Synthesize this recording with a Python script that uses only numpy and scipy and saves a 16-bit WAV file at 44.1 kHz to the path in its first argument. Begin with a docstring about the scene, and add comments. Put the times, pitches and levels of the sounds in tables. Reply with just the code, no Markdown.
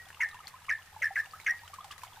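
"""A hand squeezes and strokes a small plastic bag of liquid, close by in a quiet room with hum and hiss.
At first a faint ring dies away, the film ticks and bubbles blip as air pockets resonate in the liquid.
From 0.2 to 1.5 s come five short falling chirps, probably fingers in stick-slip on the taut film,
which slightly overload the input. Bubbles, ticks and a soft rustle go on between them and to the end."""
import sys
import numpy as np
from scipy import signal
from scipy.fft import rfft, irfft
from scipy.io import wavfile

SR = 44100
rng = np.random.default_rng(int(sys.argv[2]) if len(sys.argv) > 2 else 0)


def file_out(sig):
    """Save sig as 16-bit WAV at sys.argv[1]."""
    # one column per channel
    cols = np.atleast_2d(sig).T
    # limit, then scale
    lim = np.clip(cols, -1, 1)
    pcm = np.round(lim * 32767).astype(np.int16)
    wavfile.write(sys.argv[1], SR, pcm)


N = 97020

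# Spectrum of the film's snaps and clicks. Each row: frequency in Hz, relative density in dB.
SNAP_SPECTRUM = [(60, -6), (400, -12), (1200, 8), (4500, 3.5), (9000, 2.5), (16000, -8.5)]


def squeaks():
    """Stick-slip friction: slips are short, high and rough at first, then longer, lower and purer."""
    # Each row: start in seconds, length in seconds, level in dB, settled pitch in Hz,
    # fall time in seconds, lowest pitch as a ratio of the settled one.
    strokes = [(0.2026, .043, -19.5, 1811, .026, 1), (0.689, .044, -21, 1779, 0.01913, .94),
               (1.0176, 0.048, -20.5, 1782, .020, 0.91), (1.155, 0.049, -21.5, 1744, 0.0159, 0.92),
               (1.461, 0.052, -20.5, 1864, 0.021, 0.84)]
    # An earlier squeak still dying away: pitch in Hz, level in dB, 60 dB decay time in seconds.
    opening_ring = (1905, -44, 0.2)
    attack_s, release_s = 0.0055, 0.009
    start_ratio, high_ratio, drop_s, settle_s = 1.2, 1.12, 0.00588, 0.009
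    first_slip_s, last_slip_s, slowing_s, slip_jitter = 0.0035, 0.013, 0.03, 0.241
    swell_share, pitch_scatter = 0.58, 0.022
    rough_start, rough_held, rough_s, rough_hz = 0.38, 0.05, 0.032, 540  # the grip chatters at first
    ring_db, rub_db = -22.5, -34.5  # relative to the squeak
    radiating_band_hz = [1373, 3130]
    t = np.arange(SR // 8) / SR
    out, pressure = np.zeros((2, N))
    rub = crackle(per_s=2800)
    for start, length, db, hz, fall, dip in strokes:
        rough_sin, rough_cos, drift = (wander(r)[:len(t)] for r in (rough_hz, rough_hz, 1 / last_slip_s))
        slip_s = np.interp(t, [0, slowing_s], [first_slip_s, last_slip_s]) * np.exp(slip_jitter * drift)
        slip, within = np.divmod(np.cumsum(1 / slip_s) / SR, 1)
        detune, phase_jump = rng.standard_normal((2, len(t)))[:, slip.astype(int)]  # one draw a slip
        swell = np.sin(np.pi / 2 * np.minimum(within, 1 - within) / swell_share)
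        ratio = np.interp(t, [0, fall - drop_s, fall, fall + settle_s], [start_ratio, high_ratio, dip, 1])
        phase = 2 * np.pi * np.cumsum(hz * ratio * (1 + pitch_scatter * detune)) / SR + phase_jump
        roughness = rough_held + (rough_start - rough_held) * np.exp(-(t / rough_s) ** 2)
        chatter = roughness * (rough_sin * np.sin(phase) + rough_cos * np.cos(phase)) / 2
        level = amp(db) * np.minimum(t / attack_s, 1) * np.exp(-np.maximum(t - length, 0) / release_s)
        add(out, start, level * (swell * np.sin(phase) + chatter))
        add(pressure, start, level)
        tail = ring(hz, t60=0.36)  # the bag rings on at the settled pitch
        waver = unit_rms(1 + wander(hz=45))[:len(tail)]
        add(out, start + length, amp(db + ring_db) * tail * waver)
    hz, db, t60 = opening_ring
    add(out, 0, amp(db) * ring(hz, t60))
    band = signal.butter(2, radiating_band_hz, "bandpass", fs=SR, output="sos")
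    return signal.sosfilt(band, out) + amp(rub_db) * pressure * rub


def liquid():
    """Bubble resonance: single clear blips stand over a patter of faint ones."""
    # Each row: start in seconds, level in dB, pitch in Hz, 60 dB decay time in seconds,
    # glide as a share of the pitch per second.
    blips = [(.105, -48.5, 953, 0.023, 1), (0.169, -44.5, 1206, 0.022, -1), (.194, -41.5, 913, 0.11, 3),
             (.329, -44.5, 1206, 0.047, 1), (0.344, -44, 986, 0.13, 1), (.388, -42.5, 970, 0.031, -1),
             (0.402, -42, 1258, 0.041, -2), (.539, -41, 1020, 0.076, 1.2), (.683, -32.5, 1075, 0.017, 15),
             (.787, -49.5, 1027, 0.057, 1), (.962, -37, 890, 0.033, -2), (1.011, -51, 564, 0.15, 0.5),
             (1.107, -35, 774, 0.05, 1.5), (1.334, -36.5, 1177, 0.059, 9.5), (1.632, -43, 926, 0.074, 1.5),
             (1.733, -38, 1120, 0.06, 7), (1.784, -36.5, 1054, 0.043, -0.5), (1.804, -39, 1208, 0.061, 0),
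             (1.843, -41.5, 883, 0.072, -8.5), (1.906, -39, 1219, 0.051, -5), (2.033, -33, 974, 0.024, 5),
             (2.169, -45, 918, 0.073, -0.5)]
    patter = [bubble(hz, t60=0.034, glide=1.73) for hz in np.geomspace(750, 1800, 12)]
    out = amp(-61) * scatter(patter, per_s=260)
    for start, db, hz, t60, glide in blips:
        add(out, start, amp(db) * bubble(hz, t60, glide))
    return out


def bubble(hz, t60, glide, rise_s=0.0036):
    """An air pocket is a damped oscillator whose pitch slides as it changes shape."""
    t = np.arange(SR // 8) / SR
    level = np.minimum(t / rise_s, 1) * amp(-60 * np.maximum(t - rise_s, 0) / t60)
    return level * np.sin(2 * np.pi * hz * (t + glide * t ** 2 / 2))


def film():
    """Impulse excitation: each tick is a broadband snap and a brief ring, over a faint crinkle."""
    # Each row: start in seconds, level in dB, ring pitch in Hz, snap relative to the ring in dB,
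    # left over right in dB.
    ticks = [(0.086, -57, 3240, 6, 2.5), (0.104, -35.5, 1730, -24, 0.5), (0.146, -41, 2800, -17, 4),
             (0.288, -52, 8640, 3.5, -2), (.345, -41, 2720, -11, -1), (0.4714, -32, 4367, -27, 7),
             (.478, -37.5, 2040, -6.5, -4), (1.259, -41, 2800, -12, 0), (1.311, -43.5, 4600, -21, 0),
             (1.4, -36.5, 2180, -16, -5.5), (1.414, -45.5, 3950, -13, 2), (1.592, -46.5, 4670, -25, -1),
             (1.6786, -39, 3100, -12, .5), (1.74, -51.5, 3030, 5.5, 0.5), (1.844, -46, 3530, -1, 0),
             (1.9115, -35.5, 2900, -16.5, -4), (1.915, -40.5, 4900, -9, 3), (1.921, -37, 3300, -23, 3),
             (1.925, -37, 1690, -27, 0), (1.980, -42, 1868, -6.5, 5), (2.034, -47.5, 2180, 2.5, -1),
             (2.048, -60, 2570, 4.5, -11.5)]
    snap_t60 = 0.062
    crinkle = scatter([ring(hz, t60=0.016) for hz in np.geomspace(1500, 3900, 14)], per_s=200)
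    out = amp(-64.5) * crinkle + amp(-67.5) * crackle(per_s=120)
    t = np.arange(SR // 5) / SR
    snap_noise = noise(SNAP_SPECTRUM)
    for start, db, hz, snap_db, pan_db in ticks:
        burst = np.roll(snap_noise, -round(start * SR), axis=1)[:, :len(t)]
        snap = amp(snap_db - 60 * t / snap_t60) * burst
        pan = amp([[pan_db / 2], [-pan_db / 2]])
        add(out, start, amp(db) * (ring(hz, t60=0.013) + snap) * pan)
    return out


def ring(hz, t60):
    """Free vibration: one mode of the film decays by 60 dB in t60 seconds."""
    t = np.arange(SR // 5) / SR
    return amp(-60 * t / t60) * np.sin(2 * np.pi * hz * t)


def crackle(per_s):
    """Shot noise: tiny dry clicks of the film, each with a different strength on the two sides."""
    clicks = (rng.random(N) < per_s / SR) * rng.standard_normal((2, N))
    colour = amp(log_interp(SNAP_SPECTRUM, np.fft.rfftfreq(N, 1 / SR)))
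    return unit_rms(irfft(rfft(clicks) * colour, N))


def rustle():
    """Sliding friction: skin and film pass each other with a soft, flickering hiss."""
    # Envelope of the hiss. Each row: time in seconds, relative level in dB.
    envelope = [(0.0, -61), (0.2, -66), (0.22, -47.5), (0.26, -69), (0.46, -71), (0.48, -57), (0.53, -84),
                (0.72, -68), (0.97, -65), (1.04, -52), (1.14, -67), (1.2, -48), (1.23, -64), (1.46, -57.5),
                (1.98, -67), (1.99, -60), (2.14, -62), (2.2, -60)]
    # Colour of the hiss. Each row: frequency in Hz, relative density in dB.
    spectrum = [(100, -26), (600, 2), (2000, 1), (5000, 5), (9000, -0.5), (15000, 1.5)]
    level_db = np.interp(np.arange(N) / SR, *np.transpose(envelope)) - 1.5
    flicker_db = 3 * wander(hz=90)
    return amp(level_db + flicker_db) * noise(spectrum)


def room(x, tail_db, build_s=0.0055):
    """Reverberation: early reflections and a short diffuse tail, nearly the same on both sides."""
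    # Reflections from table and walls. Each row: delay in seconds, gain as a ratio.
    echoes = [(.0047, .12), (0.0102, .14), (0.0165, 0.11), (.0265, 0.097)]
    # Reverberation times. Each row: frequency in Hz, 60 dB decay time in seconds.
    decay_times = [(200, 0.12), (1000, 0.11), (2000, 0.24), (5000, 0.073), (14000, 0.33)]
    taps = rng.standard_normal((3, SR // 2))
    hz, t, diffuse = signal.stft(taps[0] + 0.04 * taps[1:], SR, nperseg=256)
    decay = amp(-60 * t / log_interp(decay_times, hz)[:, None])
    tail = signal.istft(diffuse * decay * np.minimum(t / build_s, 1), SR, nperseg=256)[1]
    response = amp(tail_db) * tail / np.linalg.norm(tail[0])
    for delay, gain in echoes:
        add(response, delay, np.array([gain]))
    return x + signal.fftconvolve(x, response, axes=1)[:, :N]


def background():
    """Noise floor: steady hiss, and a low hum whose lines are broadened by random modulation."""
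    # Lines of the hum. Each row: frequency in Hz, level in dB, rate of wavering in Hz.
    hum_lines = [(98.8, -72.5, 3.2), (143, -73, 17)]
    # Colour of the steady noise. Each row: frequency in Hz, relative density in dB.
    spectrum = [(20, -12), (50, -20.5), (95, 0.5), (125, -28.5), (166, -15), (259, -28.5), (452, -23),
                (1010, -16), (1400, -20.5), (1900, -17), (3850, -23.5), (12400, -29), (14300, -29),
                (15500, -51)]
    t = np.arange(N) / SR
    hum = np.zeros(N)
    for hz, db, waver_hz in hum_lines:
        tone = np.sin(2 * np.pi * hz * t + 0.6 * wander(waver_hz))
        hum += amp(db) * unit_rms(tone * (1 + 0.2 * wander(waver_hz)))
    return amp(-58) * noise(spectrum) + hum


def noise(spectrum):
    """Partial coherence: coloured stereo noise, alike in the bass and unrelated in the treble."""
    # Each row: frequency in Hz, left-right correlation as a ratio.
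    coherence = [(30, .97), (300, 1), (1500, 0.5), (3000, 0.2), (6000, 0.05), (15000, 0.0453)]
    hz = np.fft.rfftfreq(N, 1 / SR)
    left, independent = rfft(rng.standard_normal((2, N)))
    likeness = np.clip(log_interp(coherence, hz), -1, 1)
    right = likeness * left + np.sqrt(1 - likeness ** 2) * independent
    return unit_rms(irfft(np.array([left, right]) * amp(log_interp(spectrum, hz)), N))


def scatter(grains, per_s, spread_db=6.5):
    """A Poisson process: grains sound at random times and strengths."""
    out = np.zeros(N)
    for grain in grains:
        sizes = amp(spread_db * np.minimum(rng.exponential(1, N), 3))
        onsets = rng.random(N) < per_s / len(grains) / SR
        out += signal.oaconvolve(sizes * onsets, grain)[:N]
    return unit_rms(out)


def wander(hz):
    """Low-pass noise of rms 1, fluctuating up to about the given rate."""
    lowpass = np.exp(-0.5 * (np.fft.rfftfreq(N, 1 / SR) / hz) ** 2)
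    return unit_rms(irfft(rfft(rng.standard_normal(N)) * lowpass, N))


def amp(db):
    """Decibels to amplitude ratio."""
    return 10 ** (np.asarray(db) / 20)


def unit_rms(x):
    """Normalisation to rms 1."""
    return x / np.sqrt(np.mean(abs(x) ** 2) + 1e-20)


def log_interp(points, hz):
    """Interpolation on a log-frequency axis."""
    f, value = np.transpose(points)
    return np.interp(np.log(hz + 1), np.log(f + 1), value)


def add(mix, start_s, sound):
    """Superposition of a sound on the mix at a given time."""
    part = mix[..., max(round(start_s * SR), 0):][..., :sound.shape[-1]]
    part += sound[..., :part.shape[-1]]


def scene():
    """Superposition: film and liquid reverberate in the room, over rustle and background."""
    bag = room(squeaks() + film(), tail_db=-10.5)
    bubbles = room(liquid()[None], tail_db=-11)
    return bag + bubbles + rustle() + background()


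def record(dry):
    """Saturation: the input rounds off the loudest peaks, then a low-pass limits the band."""
    ceiling_db, knee, cutoff_hz = -23, 11, 15550
    rounded = dry / (1 + abs(dry / amp(ceiling_db)) ** knee) ** (1 / knee)
    lowpass = signal.firwin(511, cutoff_hz, window=("kaiser", 9), fs=SR)
    return signal.oaconvolve(rounded, lowpass[None], "same")


dry = scene()
out = record(dry)
file_out(out)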